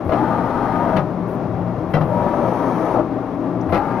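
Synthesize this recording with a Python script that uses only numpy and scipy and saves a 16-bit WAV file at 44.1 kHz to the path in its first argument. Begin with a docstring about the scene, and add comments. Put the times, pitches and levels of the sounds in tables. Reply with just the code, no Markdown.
"""Inside the sheet-metal cabinet of a CNC lathe, over the hum of its pump and fans.
The slide runs with a rising servo whine and stops with a clunk; the turret unlocks, turns for a second
and seats; then the slide starts again. Whines and knocks ring the panels, jolts thump the frame,
valves hiss faintly. The machine is louder on the left."""
import sys
import numpy as np
from scipy import signal
from scipy.fft import rfft, irfft, dct
from scipy.io import wavfile

SR = 44100
rng = np.random.default_rng(int(sys.argv[2]) if len(sys.argv) > 2 else 0)


def put_to_file(sound):
    """Save the sound as 16-bit audio at rate SR, in the file named by the first command-line argument."""
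    columns = np.atleast_2d(sound).T  # one column per channel
    safe = np.clip(columns, -1, 1)
    whole_steps = np.round(safe * 32767)
    wavfile.write(sys.argv[1], SR, whole_steps.astype(np.int16))


N = 176400
T, HZ = np.arange(N) / SR, np.fft.rfftfreq(N, 1 / SR)

# cabinet panel resonances: f/Hz, width/Hz, lift/dB
PANELS = [(245, 22, 3), (516, 22, 5), (625.6, 18, 5.5), (810, 17, 4.5), (1450, 13, 4.5), (1886, 12, 8.5),
          (2078, 11, 8), (2270, 10, 7.5), (3220, 33, 6.5)]


def amp(db):
    """dB to gain."""
    return 10 ** (np.asarray(db) / 20)


def curve(points):
    """Table interpolated over log frequency."""
    hz, value = np.transpose(points)
    return np.interp(np.log(HZ + 1), np.log(hz + 1), value)


def noise(density_db):
    """Two independent noises of this spectral density."""
    return irfft(rfft(rng.standard_normal((2, N))) * amp(density_db) * np.sqrt(SR / 2), N)


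def drift(rate_hz):
    """Low-passed noise, unit variance."""
    x = irfft(rfft(rng.standard_normal(N)) * np.exp(-(HZ / rate_hz) ** 2), N)
    return x / x.std()


def rough_tone(hz, width_hz, rough):
    """Quadrature pair of tones with narrowband noise, unit power."""
    phase = 2 * np.pi * (np.cumsum(hz * np.ones(N)) / SR + rng.random())
    cos, sin = np.cos(phase), np.sin(phase)
    i, q = 1 + rough * drift(width_hz), rough * drift(width_hz)
    return np.array([i * cos - q * sin, i * sin + q * cos]) / np.sqrt(.5 + rough ** 2)


def gate(start_s, stop_s, rise_s, release_s):
    """Linear rise, hold, exponential release."""
    return np.clip((T - start_s) / rise_s, 0, 1) * np.exp(-np.maximum(T - stop_s, 0) / release_s)


def strike(start_s, rise_s, t60_s):
    """Quick rise, free decay."""
    age_s = np.maximum(T - start_s, 0)
    return np.minimum(age_s / rise_s, 1) * amp(-60 * age_s / t60_s)


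def glide(points, width_hz, rough):
    """Rough tone along a pitch and level track."""
    t_s, hz, db = np.transpose(points)
    envelope = amp(np.interp(T, t_s, db)) * gate(t_s[0], t_s[-1], rise_s=.018, release_s=.027)
    return envelope * rough_tone(np.interp(T, t_s, hz), width_hz, rough)


def filtered(x, gain):
    """Zero-phase filter; gain given over HZ."""
    spectrum = dct(x, norm="ortho") * np.interp(np.arange(N) * SR / (2 * N), HZ, gain)
    return dct(spectrum, type=3, norm="ortho")


def panels_db():
    """Spectral lift by the cabinet panels."""
    return sum(db / (1 + (2 * (HZ - hz) / width_hz) ** 2) for hz, width_hz, db in PANELS)


def ring_panels(x, drive=1.2):
    """A tone sweeping past a panel resonance leaves it ringing."""
    return x + drive * sum((amp(db) - 1) * signal.lfilter(*signal.iirpeak(hz, hz / width_hz, fs=SR), x)
                           for hz, width_hz, db in PANELS)


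def ripple_db(depth_db=3.5, spacing_hz=26, full_above_hz=1500):
    """Many small high resonances of steel, as random spectral ripple."""
    ripple = np.interp(HZ, np.arange(2000) * spacing_hz, rng.standard_normal(2000))
    return depth_db * ripple * np.minimum(HZ / full_above_hz, 1) ** 2


def hum():
    """Pump and fan tones, wavering in pitch."""
    # f/Hz, level/dB
    tones = [(119, -34), (177.6, -32), (243, -38.5), (317.6, -38), (387.6, -39.5), (613.7, -42),
             (651, -44.5), (775.2, -41.5), (1157, -46.5)]
    out = np.zeros((2, N))
    for hz, db in tones:
        waver = .009 * drift(rate_hz=5.67) * np.sqrt(tones[0][0] / hz)
        out += amp(db) * rough_tone(hz * (1 + waver), width_hz=8.4, rough=.54)
    return out


def rush(swell_db=.5):
    """Steady pump and fan noise, lightly coloured by the cabinet."""
    # f/Hz, density/dB
    spectrum = [(20, -81), (50, -62), (90, -63.5), (130, -56), (200, -53), (320, -52), (450, -58),
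                (620, -56.5), (1000, -62.5), (1250, -66.5), (1550, -74.5), (2000, -80.5), (3300, -92.5),
                (5000, -98.3), (10500, -108), (15500, -111)]
    return noise(curve(spectrum) + .5 * (panels_db() + ripple_db())) * amp(swell_db * drift(rate_hz=12))


def frame():
    """Jolts thump the frame; a low rumble comes and goes."""
    # t/s, f/Hz, level/dB, T60/s
    jolts = [(.052, 88.5, -22.5, .35), (0.974, 151.3, -13.5, 0.36), (1.938, 154, -13.5, 0.29),
             (2.004, 150, -15.5, 0.22), (2.046, 153, -19.5, .16), (2.987, 312, -15, .17),
             (3.684, 92, -20, 0.32), (3.722, 175.5, -18, 0.2)]
    # rumble: f/Hz, density/dB
    spectrum = [(35, -82.5), (65, -58.5), (100, -48.5), (150, -52), (400, -110)]
    # rumble: t/s, level/dB
    swell = [(.35, -8), (.8, -1), (1.15, -8), (1.6, 0), (2.25, -.5), (2.6, -17)]
    thumps = sum(amp(db) * strike(t_s, .0089, t60_s) * rough_tone(hz, width_hz=35, rough=.5)
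                 for t_s, hz, db, t60_s in jolts)
    rolloff_db = 40 * np.log10(np.maximum(HZ / spectrum[-1][0], 1))
    return thumps + noise(curve(spectrum) - rolloff_db) * amp(np.interp(T, *np.transpose(swell)))


def valves():
    """Faint valve hisses and ticks: bursts of band noise."""
    # t/s, length/s, centre/Hz, width/oct, density/dB
    bursts = [(.043, 0.073, 11500, .4, -100), (1.272, .085, 11000, 1, -101), (1.9, 0.33, 11500, 0.5, -101),
              (3.608, .006, 5870, 0.22, -84), (3.69, .1, 11500, .4, -96.5)]
    out = np.zeros((2, N))
    for t_s, length_s, hz, width_oct, db in bursts:
        skirt_db = 6 * np.minimum((np.log2((HZ + 1) / hz) / width_oct) ** 2, 10)
        out += gate(t_s, t_s + length_s, rise_s=.003, release_s=.008) * noise(db - skirt_db)
    return out


def rolling(spectrum, flutter_db=.6):
    """Fluttering noise of rolling and meshing, coloured by the panels."""
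    return noise(curve(spectrum) + panels_db() + ripple_db()) * amp(flutter_db * drift(rate_hz=70))


def slide(from_hz=410, run_hz=912, creep_hz_per_s=45, screw_hz=1193, climb_hz_per_s=55):
    """The servo strains up to speed and settles to a whine; the ball screw sings above it."""
    # start/s, stop/s, level/dB, rise/s, release/s, spin-up/s
    moves = [(.085, 0.992, 0.5, 0.064, 0.037, .062), (3.725, 4.1, -2.5, 0.051, .035, .043)]
    # screw and ways: f/Hz, density/dB
    spectrum = [(100, -64), (270, -50), (450, -58), (700, -54.5), (930, -52), (1080, -62.5), (1260, -57),
                (1450, -63.5), (2000, -75), (2900, -86), (4500, -93), (6200, -98), (10500, -101),
                (15500, -106)]
    out = np.zeros((2, N))
    for start_s, stop_s, db, rise_s, release_s, spin_up_s in moves:
        age_s = np.maximum(T - start_s, 0)
        hz = run_hz - (run_hz - from_hz) * np.exp(-age_s / spin_up_s) + creep_hz_per_s * age_s
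        strain = 3.4 * np.exp(-age_s / .085) * rough_tone(hz, width_hz=42, rough=.7)
        whine = amp(-30) * (rough_tone(hz, width_hz=17, rough=.55) + strain)
        screw = amp(-33) * rough_tone(screw_hz + climb_hz_per_s * age_s, width_hz=23, rough=.7)
        out += amp(db) * gate(start_s, stop_s, rise_s, release_s) * (rolling(spectrum) + screw)
        out += amp(db) * gate(start_s, stop_s, rise_s / 2, release_s) * ring_panels(whine)
    return out


def clunks(contacts, modes, rise_s=.005, crunch_db=1.8):
    """Each contact knocks the cabinet, clanks with a crunch of small impacts and rings the steel."""
    # contact spectra: f/Hz, density/dB
    knock_spectrum = [(100, -50), (300, -47), (620, -41.5), (1000, -50), (1300, -51), (1700, -72.5),
                      (3000, -91), (15000, -120)]
    clank_spectrum = [(500, -71), (1400, -57), (2100, -60.5), (2900, -68), (4200, -73.5), (5500, -81.5),
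                      (7000, -89), (15500, -102)]
    tick_spectrum = [(1500, -91), (4200, -80), (7000, -88), (10500, -84.5), (15500, -90.5)]
    times_s, knock_db, clank_db, ring_db = np.transpose(contacts)

    def envelope(levels_db, t60_s):
        """Power sum of the strikes."""
        return np.sqrt(sum((amp(db) * strike(t_s, rise_s, t60_s)) ** 2
                           for t_s, db in zip(times_s, levels_db)))

    crunch = amp(crunch_db * drift(rate_hz=250))
    crunch /= np.sqrt(np.mean(crunch ** 2))
    knock = envelope(knock_db, t60_s=.19) * noise(curve(knock_spectrum) + panels_db())
    clank = envelope(clank_db, t60_s=.14) * noise(curve(clank_spectrum) + ripple_db())
    tick = envelope(clank_db, t60_s=.05) * noise(curve(tick_spectrum) + ripple_db())
    ring = sum(amp(db) * envelope(ring_db, t60_s) * rough_tone(hz, width_hz=45, rough=.8)
               for hz, db, t60_s in modes)
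    return knock + crunch * (clank + tick) + ring


def slide_clunks():
    """The slide takes up play and stops."""
    # t/s, knock/dB, clank/dB, ring/dB
    contacts = [(.09, -3.5, -11, -10), (.117, -1, -7, -7), (.131, -4.5, -9, -7), (.963, -9.5, 0, -6),
                (.976, -7, -8, -10), (3.688, -12, -16, -14), (3.721, -1, -4.5, -3), (3.728, -1, -2, 2),
                (3.743, -2, -1, -2), (3.761, -8, -4, -7)]
    # f/Hz, level/dB, T60/s
    steel_modes = [(1330, -30.5, .25), (1670, -35, .22), (1938, -41, .2), (2085, -33, 0.13),
                   (2406, -41.5, 0.17)]
    return clunks(contacts, steel_modes)


def groans():
    """Resonances glide as the heavy parts travel."""
    # per resonance: t/s, f/Hz, level/dB
    tracks = [
        [(.1, 305, -27.5), (.35, 315.1, -28.5), (.6, 280, -37), (.88, 244.8, -30.5), (1.0, 149.7, -25)],
        [(.68, 780, -40), (.8, 712, -26.5), (.92, 655, -28), (1.01, 605, -26.5), (1.06, 582, -42)],
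        [(2.06, 594.4, -31), (2.13, 598, -26), (2.22, 585, -31), (2.42, 575, -23), (2.49, 525, -24.5),
         (2.53, 500, -40)],
        [(2.0, 150, -25), (2.3, 210, -33), (2.6, 265, -31), (2.9, 335, -29), (2.97, 336.3, -19.5),
         (3.02, 314, -23)],
    ]
    return sum(glide(track, width_hz=42, rough=.65) for track in tracks)


def turret_clunks():
    """The turret coupling unlocks and seats."""
    # t/s, knock/dB, clank/dB, ring/dB
    contacts = [(1.936, -3, 0, -0.5), (1.947, -4, -9, -7), (1.965, -1, -15, -15), (2.008, -3, -8.5, -12),
                (2.943, -3.5, -27, -33), (2.965, -7, -28, -33), (2.988, -3.5, -27, -31)]
    # f/Hz, level/dB, T60/s
    coupling_modes = [(1420, -34, .2), (1973, -29.5, 0.16), (2700, -38.5, 0.19), (3165, -36, 0.11),
                      (3990, -40.5, .1), (5400, -49, .15)]
    return clunks(contacts, coupling_modes)


def turret(start_s=2):
    """Gear noise, a swelling disc hiss and a motor whine that falls as the disc brakes."""
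    # f/Hz, density/dB
    disc_spectrum = [(3500, -115), (5400, -95), (6300, -92), (7200, -104), (9200, -96), (9900, -103),
                     (10700, -94.5), (12000, -102), (15500, -107)]
    gear_spectrum = [(100, -66), (240, -50.5), (440, -54), (570, -52.5), (720, -52.5), (950, -54.5),
                     (1080, -58.5), (1220, -56.5), (1450, -67.5), (2000, -77), (2900, -86.5), (4500, -95),
                     (10500, -104), (15500, -108)]
    # t/s, f/Hz, level/dB
    motor_track = [(2.07, 899.3, -45), (2.14, 950, -27.5), (2.45, 953, -31), (2.68, 948, -25.5),
                   (2.79, 951, -34.5), (2.94, 941, -32.5), (2.965, 781, -25), (2.995, 611, -27),
                   (3.04, 560, -44)]
    hiss = gate(start_s, stop_s=2.945, rise_s=.58, release_s=.02) * noise(curve(disc_spectrum)
                                                                        + ripple_db())
    gears = gate(start_s, stop_s=3, rise_s=.2, release_s=.02) * rolling(gear_spectrum)
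    whine = glide(motor_track, width_hz=13, rough=.29)
    return gears + hiss + ring_panels(whine)


def drone():
    """Low drone after the turret seats."""
    # f/Hz, level/dB
    tones = [(275, -28.5), (316, -32)]
    envelope = gate(start_s=2.975, stop_s=3.65, rise_s=.15, release_s=.25)
    return envelope * sum(amp(db) * rough_tone(hz, width_hz=42, rough=.54) for hz, db in tones)


def scene():
    """All sources in stereo: coherent bass, diffuse treble, louder left."""
    # f/Hz, left-right coherence
    likeness = [(500, .997), (1000, .91), (2000, .68), (4000, .4), (9000, .28), (15000, .2)]
    # f/Hz, left minus right/dB
    balance = [(500, 7.44), (1100, 8.2), (7000, 6.6), (12000, 7.6)]
    hits = slide_clunks() + turret_clunks()
    common, diffuse = hum() + drone() + rush() + slide() + turret() + groans() + hits + frame() + valves()
    coherence, ratio = curve(likeness), amp(curve(balance))
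    left = filtered(common, ratio)
    right = filtered(common, coherence) + filtered(diffuse, np.sqrt(1 - coherence ** 2))
    return filtered(np.array([left, right]), 2 / (1 + ratio))


def record(dry):
    """Soft peak ceiling, end fades, microphone treble notch, band limit."""
    ceiling, fade_s, edge_hz = .8, .004, 15800
    notch_hz, notch_width_hz, notch_db = 7810, 970, -14
    limited = dry / (1 + (dry / ceiling) ** 8) ** (1 / 8)
    fades = np.minimum(np.minimum(T, T[::-1]) / fade_s, 1)
    notch = amp(notch_db * np.exp(-((HZ - notch_hz) / notch_width_hz) ** 2))
    lowpass = np.clip((edge_hz - HZ) / 80, 0, 1)
    return filtered(limited * fades, notch * lowpass)


dry = scene()
out = record(dry)
put_to_file(out)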